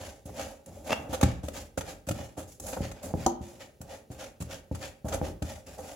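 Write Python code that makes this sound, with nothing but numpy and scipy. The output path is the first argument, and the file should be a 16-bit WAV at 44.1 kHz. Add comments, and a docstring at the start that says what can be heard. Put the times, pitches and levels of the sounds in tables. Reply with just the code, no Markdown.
"""A gritty swish is already under way: a silicone spatula stirs damp, sandy powder in a ceramic bowl.
The strokes are filtered grain noise shaped by blade speed; short runs of grains crunch and ping the glaze.
Dull thumps are decaying modes of bowl and counter. Once the blade judders in a slipping rasp with a squeak,
and once the tool knocks the bowl: a tick, a ring and a brief rattle on the stone counter.
Noise reflections place it all in a kitchen with quiet air."""
import sys
import numpy as np
from scipy import signal
from scipy.fft import rfft, irfft
from scipy.io import wavfile

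SR = 44100
rng = np.random.default_rng(int(sys.argv[2]) if len(sys.argv) > 2 else 0)


def generate_wav(sig):
    """Save sig (samples, or channels by samples) to the path in sys.argv[1] as 16-bit PCM at SR."""
    pcm = np.round(np.clip(np.atleast_2d(sig).T, -1, 1) * 32767).astype(np.int16)
    wavfile.write(sys.argv[1], SR, pcm)


N = 262395
TIME = np.arange(N) / SR


def from_db(db):
    """Decibels to gain."""
    return 10 ** (np.asarray(db) / 20)


def rms_one(x):
    """Scale to rms 1."""
    return x / np.sqrt(np.mean(x ** 2) + 1e-20)


def at_hz(points, hz):
    """Read a table on a log-frequency axis."""
    f, value = np.transpose(points)
    return np.interp(np.log(np.maximum(hz, 1)), np.log(f), value)


def convolve(x, response):
    """Pass a signal through a response, channel by channel."""
    return signal.fftconvolve(np.atleast_2d(x), np.atleast_2d(response), axes=-1)[:, :N]


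def causal(points, size=8192):
    """Minimum-phase response with the given spectrum, by folding its cepstrum."""
    spectrum = from_db(at_hz(points, np.fft.rfftfreq(size, 1 / SR)))
    cepstrum = irfft(np.log(spectrum))
    cepstrum[1:size // 2] *= 2
    cepstrum[size // 2 + 1:] = 0
    return irfft(np.exp(rfft(cepstrum)))


def colour(x, points):
    """Give white excitation a spectrum and keep its power."""
    response = causal(points)
    return convolve(x, response / np.linalg.norm(response))


def resonate(x, hz, width_hz):
    """A two-pole resonance with a peak gain of 1."""
    r = np.exp(-np.pi * width_hz / SR)
    top = np.array([1, 0, -1]) * (1 - r * r) / 2
    bottom = [1, -2 * r * np.cos(2 * np.pi * hz / SR), r * r]
    return signal.lfilter(top, bottom, x + 1e-18)


def drift(rate):
    """Smooth random wander of rms 1, with this many new random points a second."""
    knots = rng.standard_normal(N // 8)
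    return rms_one(np.interp(TIME * rate, np.arange(len(knots)), knots))


def grains(per_s, spread_db, clump_db, clump_rate, alike):
    """Tiny clicks of uneven size and uneven level; some reach both channels, some one. Stereo, rms 1."""
    sizes = from_db(spread_db * np.minimum(rng.exponential(1, (3, N)), 3))
    sizes = sizes * rng.choice([-1, 1], (3, N))
    clicks = sizes * (rng.random((3, N)) < per_s / SR)
    alike = np.clip(alike, 0, 1)
    heard = np.sqrt(alike) * clicks[0] + np.sqrt(1 - alike) * clicks[1:]
    return rms_one(heard * from_db(clump_db * drift(clump_rate)))


def bursts(starts, lengths, dbs, rise):
    """Pressure peaks after a share (rise) of each burst's length, then dies away."""
    out = np.zeros(N)
    for s, length, db in zip(starts, lengths, dbs):
        part = slice(int(s * SR), int(s * SR) + SR // 4)
        age = np.maximum(TIME[part] - s, 0) / (rise * max(length, .001))
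        out[part] += from_db(db) * age * np.exp(1 - age)
    return out


def struck(modes, scatter_db, detune, channel_lag_s):
    """Half a second of stereo ringing: grip and powder load shift the modes from blow to blow."""
    hz, db, t60 = np.transpose(modes)[:, :, None]
    strength, shift, side = rng.standard_normal((3,) + hz.shape)
    age = TIME[:SR // 2]
    # each mode radiates its own way, so it reaches one channel late
    lag = channel_lag_s * np.maximum(side * np.array([1, -1])[:, None, None], 0)
    arrived = np.maximum(age - lag, 0)
    swing = np.sin(2 * np.pi * hz * (1 + detune * shift) * arrived)
    decay = from_db(db + scatter_db * strength - 60 * age / t60)
    return np.sum(decay * swing, axis=1)


def add(out, s, sound):
    """Mix a stereo sound in at a time."""
    start = int(s * SR)
    out[:, start:start + sound.shape[1]] += sound[:, :N - start]


def brighten(x, db, pivot_hz=5500):
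    """Tip the balance between the bands above and below a pivot."""
    def band(kind):
        """One side of a crossover: the same filter run twice."""
        sections = signal.butter(2, pivot_hz, kind, fs=SR, output="sos")
        return signal.sosfilt(np.tile(sections, (2, 1)), x)
    return band("low") * from_db(-db / 2) + band("high") * from_db(db / 2)


# quiet kitchen air: (f/Hz, level/dB), relative
AIR_COLOUR = [(25, -48), (65, 4.5), (130, 4), (300, -5.5), (420, 1), (560, -6), (760, -34), (1100, -34),
              (4000, -23.5), (16000, -29)]
AIR_DB = -60  # before the channels are blended


def kitchen_air():
    """Steady coloured noise, partly shared between the channels."""
    air = colour(rng.standard_normal((2, N)), AIR_COLOUR)
    return from_db(AIR_DB) * (0.65 * air + 0.37 * air[::-1])


# a stroke bites in, creeps, then breaks loose and sweeps
BITE_S, BREAK_LOOSE = .008, 1.03  # bite time, abruptness of breaking loose
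CREEP_DB = -17  # creep speed against top speed
# the hand leans hardest at the plunge, eases off, and lets go a little after top speed
EASE_DB_PER_S, FOLLOW_THROUGH_S, LET_GO_DB_PER_S = 21.5, 0.046, 153


def stroke(age, push_s, slowing_s):
    """Speed of the blade and load on the bowl through one stroke, each at most 1."""
    bite = np.clip(age / BITE_S, 0, 1)
    held = bite * from_db(-LET_GO_DB_PER_S * np.maximum(age - push_s - FOLLOW_THROUGH_S, 0))
    past_top = np.maximum((age - push_s) / slowing_s, -10)
    sweep = bite * np.exp((1 - np.exp(-BREAK_LOOSE * past_top)) / BREAK_LOOSE - past_top)
    speed = np.maximum(sweep, from_db(CREEP_DB) * held)
    load = held * from_db(-EASE_DB_PER_S * np.maximum(age, 0))
    return speed, load


# strokes of the blade; deep powder muffles the swish, a thin layer on the glaze sharpens it:
# (plunge t/s, push to top speed t/s, slowing t/s, swish of the grains level/dB,
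#  rub on the wall level/dB, rumble on the counter level/dB, brightness level/dB)
BLADE_STROKES = [(-.07, 0.11, 0.044, -46, -44.5, -46, -1.5), (0.256, .15, 0.048, -44, -40.5, -43.5, -1.5),
                 (0.661, 0.23, 0.036, -45.5, -40.5, -47, 1.5), (.96, 0.058, 0.075, -65, -47, -46, 2),
                 (1.088, 0.045, 0.04, -50, -46, -46, -1), (1.208, 0.032, 0.05, -46.5, -44, -42.5, -10),
                 (1.433, .14, 0.031, -44, -44.5, -45, 0), (1.768, .12, 0.029, -46.5, -45, -47, -2),
                 (2.071, 0.12, 0.042, -48.5, -43.5, -44, -3), (2.375, 0.012, 0.021, -55, -41, -46.5, 10.5),
                 (2.468, 0.038, 0.025, -56, -102, -88, 12), (2.596, 0.086, 0.045, -48, -44.5, -45.5, 13),
                 (2.77, 0.073, 0.026, -45.5, -43.5, -42, -6), (2.91, 0.071, 0.03, -61, -53, -61, -9),
                 (3.03, 0.043, 0.038, -53.5, -44, -42.5, 4), (3.137, 0.076, 0.035, -48.5, -48, -42, -3.5),
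                 (3.408, 0.038, 0.075, -56, -55, -62, 2.5), (3.548, 0.075, 0.024, -52, -50, -56.5, -7),
                 (3.803, 0.12, 0.032, -49.5, -46, -53, -3.5), (4.098, 0.12, 0.027, -44.5, -43.5, -51, -4),
                 (4.404, 0.12, 0.025, -43.5, -44, -49.5, -4), (4.71, 0.13, 0.025, -42.5, -43.5, -48, -4.5),
                 (5.045, 0.089, 0.027, -48, -37.5, -38.5, 0), (5.21, 0.045, 0.023, -45.5, -39.5, -40, -4.5),
                 (5.419, 0.079, 0.039, -46.5, -44.5, -48, -0.5), (5.66, .04, 0.047, -53, -50.5, -51.5, 1),
                 (5.779, 0.11, 0.062, -51.5, -47.5, -50, 2)]
SLOW_BRIGHTER_DB = 6  # extra brightness of single slow grains
RUB_POWER = 0.79  # the rub grows with speed to this power


def hand():
    """All strokes in turn: gains of swish, rub and rumble, and the brightness of the swish in dB."""
    swish, rub, rumble, bright = np.zeros((4, N))
    for s, push_s, slowing_s, swish_db, rub_db, rumble_db, bright_db in BLADE_STROKES:
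        part = slice(max(int(s * SR), 0), int(s * SR) + SR)
        speed, load = stroke(TIME[part] - s, push_s, slowing_s)
        swish_gain = from_db(swish_db) * speed
        swish[part] += swish_gain
        rub[part] += from_db(rub_db) * speed ** RUB_POWER
        rumble[part] += from_db(rumble_db) * load
        bright[part] += swish_gain * (bright_db + SLOW_BRIGHTER_DB * (1 - speed))
    # overlapping strokes share the brightness by their swish
    return swish, rub, rumble, bright / (swish + 1e-12)


# short echoes off the bowl's wall and the counter: (delay t/s before drift, level/dB)
BOWL_ECHOES = [(.00035, -15), (.0008, -13.5), (.0014, -16), (.0023, -8)]


def hollow(x, travel=0.244, sweep_rate=7):
    """As the blade circles, its echo paths wander at random, so the hollow colour keeps moving."""
    out = x.copy()
    for k, (delay, db) in enumerate(BOWL_ECHOES):
        for channel in (0, 1):
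            path = delay * np.exp(travel * np.tanh(drift(sweep_rate)))
            echo = np.interp(TIME - path, TIME, x[channel], left=0)
            out[channel] += (-1) ** k * from_db(db) * echo
    power = 1 + sum(from_db(db) ** 2 for delay, db in BOWL_ECHOES)
    return out / np.sqrt(power)


# grains sliding past the blade: (f/Hz, level/dB), relative
SWISH_COLOUR = [(500, -9.5), (1000, 0.5), (1400, 2), (2300, -0.5), (3000, -1), (4000, -4), (5200, -3),
                (6500, -1), (7500, -2.5), (8300, -5.5), (8950, -20), (10000, -7), (12500, -12.5),
                (16000, -18)]
# bowl wall under rubbing and jolting grains: (f/Hz, level/dB), relative
WALL_COLOUR = [(120, -18), (280, -4.5), (410, -18), (530, 2.5), (620, -0.5), (710, -6.5), (810, -4.5),
               (980, -18), (1500, -23), (3000, -50)]
# bowl shaking on the counter: (f/Hz, level/dB), relative
RUMBLE_COLOUR = [(25, -59.5), (45, -2), (62, -3.5), (80, 2), (120, -12.5), (190, -9), (280, -13),
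                 (420, -14.5), (900, -47.5)]
# damp lumps in the powder: how many pass the blade, and how much they sway the level
LUMPS_PER_S, LUMP_DB = 54, 0.94


def stirring():
    """Grains slide past the blade, drag on the wall and shake the bowl; lumps make the going uneven."""
    swish, rub, rumble, bright_db = hand()
    lumps = from_db(LUMP_DB * drift(LUMPS_PER_S))
    sliding = grains(per_s=9000, spread_db=5.5, clump_db=1.5, clump_rate=180, alike=0.49)
    sand = colour(swish * lumps * sliding, SWISH_COLOUR)
    sand = hollow(brighten(sand, bright_db))
    dragging = grains(per_s=6000, spread_db=3, clump_db=2.0, clump_rate=110, alike=0.88)
    wall = colour(rub * lumps * dragging, WALL_COLOUR)
    shake = colour(rumble * rng.standard_normal(N), RUMBLE_COLOUR)
    return sand + wall + shake


# clumps of grit crushed under the blade:
# (start t/s, length t/s, crackle level/dB, bowl wall level/dB, brightness level/dB)
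GRIT_CRUNCHES = [(0.253, 0.016, -57.5, -61, 14), (0.291, 0.0083, -72, -37, -5), (0.39, .012, -45, -33, -11),
                 (.659, 0.0054, -53.5, -52, 11), (1.127, 0.014, -37, -26.5, -3),
                 (1.143, 0.0086, -43, -32, -7), (1.211, 0.0044, -31.5, -22.5, 0),
                 (1.228, .0068, -26, -17, -8), (1.43, 0.026, -52, -43, 0),
                 (1.483, 0.0037, -37.5, -30.5, -3.5), (1.774, 0.012, -38, -25, 0),
                 (1.808, 0.0068, -40, -33, -9.5), (2.066, 0.026, -48, -44, 2),
                 (2.087, 0.0046, -32, -26, 2.5), (2.111, 0.0055, -37, -37, -4),
                 (2.367, 0.038, -48.5, -41, -1), (2.598, 0.0046, -44, -47, 14.5),
                 (2.664, 0.0071, -43.5, -64, 7), (2.678, 0.016, -42.5, -34, 6), (2.724, 0.02, -47, -36, -8),
                 (2.765, 0.015, -70, -29.5, -9), (2.913, 0.0069, -44.5, -43, -4),
                 (3.024, 0.034, -47.5, -47, 6), (3.813, 0.0057, -46, -42, 6.5),
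                 (4.111, 0.016, -52.5, -51, 4), (4.401, 0.014, -45.5, -52, 2), (4.421, 0.0052, -45, -42, 3),
                 (4.747, 0.009, -44.5, -40, -2), (5.042, 0.039, -60, -39.5, 8),
                 (5.082, 0.01, -43, -33.5, 1), (5.122, 0.012, -42, -33, -13),
                 (5.134, 0.014, -38.5, -29.5, 1.5), (5.421, 0.0071, -42, -34, -5),
                 (5.777, 0.029, -54.5, -39, 6)]
# breaking grains: (f/Hz, level/dB), relative
CRACKLE_COLOUR = [(500, -7.5), (1300, 13), (2000, 3.5), (3200, 2.5), (5600, -0.5), (6500, -2.5), (7500, 7),
                  (8300, 0.5), (9000, -8), (10500, -9.5), (12000, -7), (16000, -11)]
# glaze pinged by crushed grains: (f/Hz, width f/Hz, level/dB against the crackle)
GLAZE_PINGS = [(6390, 215, 11), (10240, 450, 3), (10700, 510, 10.5), (13500, 550, 5.5)]


def crunches():
    """Trapped grains break in quick runs, ping the glaze and jolt the wall."""
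    s, length, crackle_db, wall_db, bright_db = np.transpose(GRIT_CRUNCHES)
    breaks = grains(per_s=12000, spread_db=2, clump_db=2.5, clump_rate=680, alike=0.11)
    crackle = colour(breaks * bursts(s, length, crackle_db, rise=0.53), CRACKLE_COLOUR)
    # the latest crunch sets the brightness
    latest = np.maximum(np.searchsorted(s, TIME, side="right") - 1, 0)
    crackle = hollow(brighten(crackle, bright_db[latest]))
    pings = sum(from_db(db) * resonate(crackle, hz, width) for hz, width, db in GLAZE_PINGS)
    jolts = grains(per_s=8000, spread_db=3, clump_db=-2.0, clump_rate=340, alike=0.83)
    wall = colour(jolts * bursts(s, length, wall_db, rise=0.32), WALL_COLOUR)
    return crackle + pings + wall


# modes of bowl and counter under a soft blow: (f/Hz, level/dB, t60 t/s), levels relative
BODY_MODES = [(63.7, -10.5, 0.2), (84.3, -5.5, 0.23), (117.3, -3, 0.22), (147.5, -7, 0.16),
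              (191.5, 2.5, 0.076), (227, -7, 0.077), (283.6, -2, 0.084), (364.7, -8, 0.1),
              (531, -1.5, 0.052), (620, 0.5, 0.032), (797, -2.5, 0.046), (1250, -11.5, 0.013),
              (1490, -7, 0.0076)]


def blow(db, hz):
    """The softer the contact, the fewer of the body's upper modes it reaches."""
    body = struck(BODY_MODES, scatter_db=2.37, detune=0.046, channel_lag_s=0.00026)
    body = signal.sosfilt(signal.butter(2, hz, fs=SR, output="sos"), body)
    body = signal.sosfilt(signal.butter(2, 55, "high", fs=SR, output="sos"), body)
    return from_db(db) * body / np.abs(body).max()


# soft blows of the blade on the bottom: (t/s, peak level/dB, contact brightness f/Hz)
BLADE_THUMPS = [(.256, -32.5, 299), (0.666, -43, 245), (1.094, -28, 356.3), (1.232, -6, 930),
                (1.437, -24.5, 296), (1.778, -24, 930), (2.074, -29.5, 298), (2.099, -30, 160),
                (2.109, -19, 610), (2.201, -32.5, 302), (2.379, -28, 398), (2.806, -18.5, 420),
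                (3.139, -13.5, 980), (3.408, -28, 363), (3.805, -34.5, 300), (4.102, -31.5, 356),
                (4.404, -29, 397), (4.416, -30.5, 199), (4.713, -20, 580), (5.045, -24, 304),
                (5.146, -28, 500), (5.215, -14.5, 1600), (5.227, -20, 450), (5.421, -19.5, 457)]
# the springy blade lands a second time, weaker and duller: delay, its scatter as a share, level, brightness
REBOUND_S, REBOUND_SCATTER, REBOUND_DB, REBOUND_HZ = 0.01181, 0.067, -13, 180


def thumps():
    """The blade meets the bottom of the bowl and rebounds once, a little differently each time."""
    out = np.zeros((2, N))
    for s, db, hz in BLADE_THUMPS:
        add(out, s, blow(db, hz))
        delay = REBOUND_S * np.exp(REBOUND_SCATTER * rng.standard_normal())
        add(out, s + delay, blow(db + REBOUND_DB, REBOUND_HZ))
    return out


# the blade slips on bare glaze: (start t/s, length t/s, level/dB)
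GLAZE_SLIPS = [(0.873, 0.021, -43), (0.893, 0.011, -31.5), (0.9048, 0.0046, -22.5), (0.914, 0.0059, -30),
               (0.919, 0.011, -24.5), (0.928, 0.0039, -21.5), (0.935, 0.012, -38)]
# slipping rubber: (f/Hz, level/dB), relative
RASP_COLOUR = [(60, -20), (200, -6.5), (400, -5.5), (580, 1.5), (900, -7.5), (1200, -8.5), (2000, -13.5),
               (2900, -15), (4300, -22), (7000, -23), (9000, -34.5), (16000, -42)]
# faint squeak of the rubber edge: (t/s, level/dB)
SQUEAK_LEVEL = [(.90, -88), (.93, -34), (.965, -57), (.978, -65), (1.0, -74), (1.05, -92)]
SQUEAK_HZ, SQUEAK_WIDTH_HZ = 2710, 320


def judder():
    """Rubber sticks and slips on the glaze: a coarse rasp that trails off in a squeak."""
    slips = grains(per_s=4900, spread_db=1.5, clump_db=1.0, clump_rate=500, alike=0.95)
    rasp = colour(slips * bursts(*np.transpose(GLAZE_SLIPS), rise=0.32), RASP_COLOUR)
    squeak = resonate(rng.standard_normal(N), SQUEAK_HZ, SQUEAK_WIDTH_HZ)
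    squeak = rms_one(resonate(squeak, SQUEAK_HZ, 2 * SQUEAK_WIDTH_HZ))
    s, db = np.transpose(SQUEAK_LEVEL)
    return hollow(rasp + from_db(np.interp(TIME, s, db)) * squeak)


# the bowl's ringing modes: (f/Hz, level/dB, t60 t/s), levels relative
RING_MODES = [(245, -7.5, 0.55), (344.3, 5.5, 0.29), (349, -4, 0.55), (457, -12, 0.11), (570, -1, 0.17),
              (759, 8, 0.093), (784, 6, 0.1), (862, -1, 0.22), (907, -3, 0.24), (956, -0.5, 0.14),
              (1100, -27, .06), (1230, -28, 0.17), (1280, -37, 0.16)]
# the contact tick: (f/Hz, level/dB), relative
TICK_COLOUR = [(300, 6), (1300, -9), (1800, -13), (2400, -9), (3000, 0), (3700, -5), (4400, 1.5),
               (5600, 4.5), (6500, 10.5), (8000, 0), (9000, -12), (11000, -2), (16000, -25)]
# the bowl rattling on the counter: (f/Hz, level/dB), relative
RATTLE_COLOUR = [(100, -32), (230, 3), (420, 0), (580, 3), (680, 1), (780, -6), (950, 4), (1060, -7),
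                 (1350, -3), (1550, -31), (3000, -39)]
KNOCK_S, RING_DB, TICK_DB = 3.263, -28, -21.5
RATTLE_DB, RATTLE_S = -22.5, 0.021


def knock():
    """One hard touch ticks on the glaze, lets the bowl ring and rattles it on the stone."""
    ring = np.zeros((2, N))
    modes = struck(RING_MODES, scatter_db=-1.1, detune=0.0016, channel_lag_s=0.00032)
    add(ring, KNOCK_S, from_db(RING_DB) * modes)
    contact = bursts([KNOCK_S], [.004], [TICK_DB], rise=0.35)
    tick = colour(rng.standard_normal((2, N)) * contact, TICK_COLOUR)
    chatter = grains(per_s=2300, spread_db=-3.0, clump_db=1.0, clump_rate=370, alike=0.59)
    chatter = chatter * bursts([KNOCK_S], [RATTLE_S], [RATTLE_DB], rise=0.17)
    return ring + tick + colour(chatter, RATTLE_COLOUR)


# the kitchen's decay: (f/Hz, t60 t/s before scaling)
KITCHEN_DECAY = [(80, 0.71), (500, 0.62), (2000, 0.59), (7000, 0.22), (16000, 0.2)]
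# likeness of the reflections in the two channels: (f/Hz, likeness, 1 is identical)
ROOM_LIKENESS = [(60, 0.83), (130, 0.98), (290, 1), (640, 0), (1400, 0.12), (16000, 0)]


def reflections(t60_scale, delay_s, count=10):
    """Stereo response: bands of noise about an octave apart that die away, most alike in the bass."""
    age, hz = TIME[:SR // 2], np.fft.rfftfreq(SR // 2, 1 / SR)
    mid, side = rfft(rng.standard_normal((2, len(age))))
    alike = np.clip(at_hz(ROOM_LIKENESS, hz), -1, 1)
    noise = np.sqrt(1 + alike) * mid + np.sqrt(1 - alike) * side * np.array([[1], [-1]])
    centres, out = np.geomspace(40, 16000, count), 0
    for centre, pick in zip(centres, np.eye(count)):
        t60 = t60_scale * at_hz(KITCHEN_DECAY, centre)
        fade = from_db(-60 * age / t60) * (age > delay_s)
        band = irfft(noise * at_hz(np.c_[centres, pick], hz), len(age))
        out = out + band * fade / np.linalg.norm(fade)
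    return out / np.sqrt(2)


def scene():
    """The bowl's sounds, heard directly and off the kitchen walls, over quiet air."""
    air = kitchen_air()
    bowl = stirring() + crunches() + thumps() + judder() + knock()
    room = from_db(-8.0) * convolve(bowl, reflections(t60_scale=0.79, delay_s=0.0027))
    return bowl + room + air


# treble balance of the two microphone ports: (f/Hz, left minus right level/dB)
PORT_BALANCE = [(100, 0.5), (350, -2), (1300, 0.5), (5000, 0), (6400, 2.5), (7600, 8.5), (8300, -8),
                (9000, -10.5), (10500, -12.5), (12500, -4), (16000, -15)]
CUTOFF_HZ = 15900


def record(dry):
    """Each microphone port colours the sound in its own way; the deep bass and the top are cut."""
    ports = [causal([(hz, sign * db / 2) for hz, db in PORT_BALANCE]) for sign in (1, -1)]
    heard = convolve(dry, ports)
    heard = signal.sosfilt(signal.butter(4, 42, "high", fs=SR, output="sos"), heard)
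    return signal.sosfilt(signal.ellip(12, .1, 80, CUTOFF_HZ, fs=SR, output="sos"), heard)


dry = scene()
out = record(dry)
generate_wav(out)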